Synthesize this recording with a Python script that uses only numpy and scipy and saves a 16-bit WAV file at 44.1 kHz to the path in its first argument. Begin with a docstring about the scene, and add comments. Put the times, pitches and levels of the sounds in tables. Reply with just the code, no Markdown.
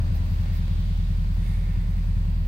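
"""A V8 diesel idles, heard in a truck's cab. From the start, eight uneven firings a cycle make the cab
boom, over muffled clatter, engine tones, hissing air vents and a faint, high tick on the left.
Early on, the hand holding the microphone rustles, then a sleeve swishes as it moves towards the dash.
At about 1.5 seconds it passes a vent's hollow, bright hiss. Near the end the air sounds duller."""
import sys
import numpy as np
from scipy import signal
from scipy.fft import rfft, irfft, next_fast_len
from scipy.io import wavfile
from scipy.ndimage import map_coordinates

SR = 44100
rng = np.random.default_rng(int(sys.argv[2]) if len(sys.argv) > 2 else 0)


def unload_wav(signal):
    """Save mono or channel-first audio to the path in sys.argv[1] as 16-bit WAV at rate SR, clipped to [-1, 1]."""
    wavfile.write(
        sys.argv[1],
        SR,
        np.round(np.clip(np.atleast_2d(signal).T, -1, 1) * 32767).astype(np.int16),
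    )


N = 108971
FIRING_HZ = 40.677  # firings a second, all cylinders together
BOOM_PAN_DB = 2.5  # how much louder the hum, rumble and upper boom are on the left

# How alike the two ears hear noise. Each row: pitch in Hz, likeness from -1 (opposite) to 1 (same).
EAR_LIKENESS = [(40, 0.72), (150, 0.53), (350, 0.56), (700, 0.33), (1300, -0.62), (2500, 0.097),
                (5000, -0.043), (15000, 0.019)]
# The tone colour of each noise. Each row: pitch in Hz, relative level in dB.
FIZZ_COLOUR = [(5000, -23), (7000, -8), (7950, -1.5), (8800, -8), (12000, -24), (14000, -0.5),
               (15750, -1.5)]
GRIP_COLOUR = [(1000, -12), (5000, 5), (8000, -12), (12500, 0), (14200, 5), (15600, 2)]
SLEEVE_COLOUR = [(1200, 5), (2300, 6), (3600, 12.5), (4750, 5), (5500, -1), (12000, -19)]
AIR_COLOUR = [(650, -30), (1100, 8), (1340, 7), (1490, 7.5), (1680, 3), (1820, 8), (2050, 2), (2600, 2.5),
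              (2930, -1), (3280, -1), (4290, 0.5), (4800, 1), (5300, -6), (5730, -8), (6190, -6.5),
              (7080, -13.5), (7910, -11.5), (11400, -16), (14500, -34), (15800, -22)]
JET_COLOUR = [(2500, -25), (3200, -12), (3550, 11), (4000, -1.5), (6500, -8), (8500, -4), (11000, -4.5),
              (13000, -10), (15500, -18)]
CLATTER_COLOUR = [(120, -32), (280, 6.5), (400, 4), (600, 1.5), (780, 1), (980, 3), (1350, -4.5),
                  (2200, -5.5), (4000, -13.5), (8000, -60)]
RUMBLE_COLOUR = [(15, -10), (38, -1), (55, -4.5), (90, -1.5), (125, -1.5), (165, 4.5), (200, -3.5),
                 (245, -10), (330, -17.5), (600, -42)]
# The faint ticks. Each entry: start in seconds.
TICK_STARTS = [.261, .806, 1.353, 1.91, 2.458]
# The tones in one tick. Each row: pitch in Hz, relative level in dB.
TICK_TONES = [(14200, -5), (14900, -1), (15500, -3)]
# Swells of hand rustle and vent hiss. 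Each row: middle in seconds, half length in seconds, level in dB.
GRIP_SWELLS = [(0.162, 0.02, -51.5), (0.318, 0.04, -57), (0.426, 0.028, -58), (0.56, 0.03, -52.5)]
VENT_SWELLS = [(0.543, .06, -59), (1.507, 0.075, -56), (1.722, 0.076, -58.5), (1.888, 0.12, -65)]
# How the air, clatter and engine tones rise and fall. Each row: time in seconds, level change in dB.
AIR_CHANGES = [(0, 0.5), (.35, 1), (.58, 1), (.9, -1), (1.25, -0.6), (2.1, -1.5), (2.47, -1.5)]
CLATTER_CHANGES = [(0, 5), (.3, 4), (.7, 2.5), (1.05, -0.5), (1.6, 3), (2.1, 0.8), (2.47, 1)]
TONE_CHANGES = [(0, 2.5), (.35, 4), (.65, -4.5), (1.3, -0.5), (1.65, -1.5), (2.47, -1)]
# The hum of a belt-driven part. Each row: pitch in Hz, level in dB.
BELT_TONES = [(109.5, -39.5), (219, -60)]
# Engine tones. Each row: vibrations per cycle of eight firings, base level in dB.
ENGINE_TONES = [(11, -47), (48, -61.5), (56, -59), (80, -71.5), (104, -68), (112, -67.5), (128, -70),
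                (184, -74)]
# Resonances, the pitches at which the vent's grille, the cab's air and its panels like to ring.
# Each row: pitch in Hz, width in Hz, relative level in dB.
GRILLE_RINGS = [(1850, 220, -3), (2166, 180, -1.5), (2650, 490, -13.5), (3570, 140, -8)]
CAB_RINGS = [(40.35, 1.4, -30.1), (91.7, 7.9, -5.8), (92.5, 7.2, -5.2)]
PANEL_RINGS = [(164.7, 40.2, -17.9), (162.7, 31.3, -16.3), (156.2, 13.1, -29.1)]
# The cylinders in firing order; their unevenness makes the throb.
# Each row: boom strength in dB, panel thump strength in dB, lateness in seconds.
CYLINDER_FIRINGS = [(-10.6, 7.9, -.0001), (7.1, -2.1, -.0006), (1.1, -18.4, .0001), (-10.9, 3.4, -.0005),
                    (7.5, 5.8, -.0007), (-3.4, .8, .0018), (6.5, -15.1, -.0016), (8.7, -14.2, .0002)]
# The microphone moves through loud and quiet spots of the boom (standing waves).
# Each row: time in seconds, change of the deepest boom in dB, change an octave higher in dB.
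BOOM_CHANGES = [(0, -1.5, 3), (.3, -2, 2.5), (.6, -1, 1), (1.05, 0.7, 0.45), (1.6, 0.5, -0.5),
                (1.88, -0.2, -1.1), (2.12, 1, 0.7), (2.47, 0, 0.4)]


def amp(db):
    """Turn decibels into a number to multiply by."""
    return 10 ** (np.asarray(db) / 20)


def unit(x):
    """Scale a sound to an average (rms) size of 1."""
    return x / np.sqrt(np.mean(x ** 2) + 1e-20)


def along(points, hz):
    """Read between the rows of a table of pitches."""
    pitches, values = np.transpose(points)
    return np.interp(np.log(hz + 1), np.log(pitches + 1), values)


def curves(rows):
    """Give one value per sample for each column after the time."""
    times, *columns = np.transpose(rows)
    return [np.interp(np.arange(N) / SR, times, column) for column in columns]


def wobble(rate):
    """A smooth curve through `rate` random values a second."""
    return map_coordinates(rng.standard_normal(int(N * rate / SR) + 4), [np.arange(N) * rate / SR])


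def swell(middle_s, half_s, db):
    """A smooth rise and fall."""
    return amp(db) * np.exp(-((np.arange(N) / SR - middle_s) / half_s) ** 2 / 2)


def pan(db):
    """Make the left side `db` louder than the right."""
    return amp(np.array([[db], [-db]]) / 2)


def filtered(x, response):
    """Multiply each pitch in x by response(hz)."""
    n = x.shape[-1]
    padded = next_fast_len(n + SR)
    return irfft(rfft(x, padded) * response(np.fft.rfftfreq(padded, 1 / SR)), padded)[..., :n]


def noise(colour):
    """Stereo noise, as alike at both ears as the cab makes it."""
    def response(hz):
        angle = np.arccos(np.clip(along(EAR_LIKENESS, hz), -1, 1)) / 2
        return amp(along(colour, hz)) * [np.cos(angle), np.sin(angle)]
    mid, side = filtered(rng.standard_normal((2, N)), response)
    return unit(np.array([mid + side, mid - side]))


def fizz_and_ticks():
    """A thin, high hiss and a faint, regular tick, mostly on the left."""
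    age = np.maximum(np.arange(N) / SR - np.array(TICK_STARTS)[:, None], 0)
    fade = np.exp(-age / .0012)
    ticks = sum(amp(db - 51) * fade * np.sin(2 * np.pi * hz * age) for hz, db in TICK_TONES)
    return (ticks.sum(axis=0) + amp(-65.5) * noise(FIZZ_COLOUR)) * pan(12)


def rustles():
    """The hand shifts its grip in short, high hisses; the sleeve swishes as the arm swings."""
    grip = sum(swell(*row) for row in GRIP_SWELLS) * noise(GRIP_COLOUR)
    sleeve = swell(middle_s=.84, half_s=.29, db=-53.5) * noise(SLEEVE_COLOUR)
    return grip * pan(-1) + sleeve


def vent_air():
    """Soft, unsteady air from the dashboard, duller once the microphone is past the vent."""
    low_hz, treble_hz = 1050, 6560
    air = unit(filtered(noise(AIR_COLOUR), lambda f: f ** 4 / (f ** 4 + low_hz ** 4)))
    treble = filtered(air, lambda f: f ** 8 / (f ** 8 + treble_hz ** 8))
    air -= .98 * swell(middle_s=2.4, half_s=.088, db=0) * treble
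    return air * amp(-53 + curves(AIR_CHANGES)[0] + .3 * wobble(13.24)) * pan(.5)


def passing_vent():
    """Close to a vent, its grille rings hollowly; straight in front, the jet of air hisses brightly."""
    peaks = lambda f: sum(amp(db) / (1 + (2 * (f - hz) / width) ** 2) for hz, width, db in GRILLE_RINGS)
    hollow = unit(filtered(rng.standard_normal(N), peaks))
    hollow *= sum(swell(*row) for row in VENT_SWELLS)
    jet = swell(middle_s=1.5, half_s=.088, db=-56.5) * noise(JET_COLOUR)
    return hollow * pan(-7.5) + jet * pan(2)


def tone(hz, db):
    """A pure tone that wavers a little in level and pitch."""
    level = np.sqrt(2) * amp(db + 1.5 * wobble(5.24))
    phase = 2 * np.pi * (hz * np.arange(N) / SR + rng.random())
    return level * np.sin(phase + .32 * wobble(6.26))


def belt_hum():
    """A belt-driven part hums, out of step with the firings."""
    return sum(tone(hz, db) for hz, db in BELT_TONES) * pan(BOOM_PAN_DB)


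def engine_tones():
    """Tones that keep step with the engine's turning crankshaft."""
    cycle_hz = FIRING_HZ / len(CYLINDER_FIRINGS)
    tones = sum(tone(multiple * cycle_hz, db) for multiple, db in ENGINE_TONES)
    return tones * amp(curves(TONE_CHANGES)[0]) * pan(.5)


def firings(cylinder_db, scatter_db):
    """One click per firing, as strong as its cylinder, with an extra second of run-up in front."""
    count = np.arange(-int(FIRING_HZ) + 2, int(N / SR * FIRING_HZ) + 2)
    cylinder = count % len(CYLINDER_FIRINGS)
    late_s = np.array(CYLINDER_FIRINGS)[cylinder, 2]
    jitter, scatter = rng.standard_normal((len(count), 2)).T
    start_s = .993 + count / FIRING_HZ + late_s + .00006 * jitter
    strength = amp(cylinder_db[cylinder] + scatter_db * scatter)
    return np.bincount((start_s * SR).astype(int), strength, N + SR)[:N + SR]


def clatter(fade_s=.00043):
    """The noise of burning fuel, which jumps up briefly at each firing."""
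    clicks = firings(np.zeros(len(CYLINDER_FIRINGS)), scatter_db=7)
    bursts = signal.lfilter([1], [1, -np.exp(-1 / (fade_s * SR))], clicks)[SR:]
    knocks = unit(noise(CLATTER_COLOUR) * (1 + amp(2.5) * bursts))
    return knocks * amp(-53.5 + curves(CLATTER_CHANGES)[0]) * pan(1.5)


def ring(resonances, cylinder_db, muffle_hz=150, stop_hz=204):
    """The firings set resonances ringing, muffled by the wall between engine and cab."""
    def response(f):
        # neighbouring resonances swing opposite ways
        body = sum((-1) ** k * amp(db) * 1j * f * width / (hz * hz - f * f + 1j * f * width)
                   for k, (hz, width, db) in enumerate(resonances))
        wall = 1 / (1 + np.sqrt(2) * 1j * f / muffle_hz - (f / muffle_hz) ** 2)
        return body * wall / (1 + (f / stop_hz) ** 20)
    return filtered(firings(cylinder_db, scatter_db=.24) * SR / FIRING_HZ, response)


def boom(panel_delay_s=.0099):
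    """The cab's air and panels boom over a soft rumble; the low notes change as the microphone moves."""
    boom_db, thump_db, _ = np.transpose(CYLINDER_FIRINGS)
    pressure = ring(CAB_RINGS, boom_db)
    pressure += np.roll(ring(PANEL_RINGS, thump_db), round(panel_delay_s * SR))
    below = lambda hz: filtered(pressure, lambda f: 1 / (1 + (f / hz) ** 12))[SR:]
    deep, low = below(hz=60), below(hz=120)
    octave, rest = low - deep, pressure[SR:] - low
    deep_db, octave_db = curves(BOOM_CHANGES)
    upper = amp(octave_db) * octave + rest + amp(-43) * noise(RUMBLE_COLOUR)
    return amp(deep_db) * deep * pan(-1) + upper * pan(BOOM_PAN_DB)


def scene():
    """Add up everything heard in the cab."""
    engine = boom() + belt_hum() + clatter() + engine_tones()
    return engine + vent_air() + passing_vent() + rustles() + fizz_and_ticks()


def record(dry):
    """Cut off the very highest treble."""
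    return filtered(dry, lambda hz: hz < 15950)


dry = scene()
out = record(dry)
unload_wav(out)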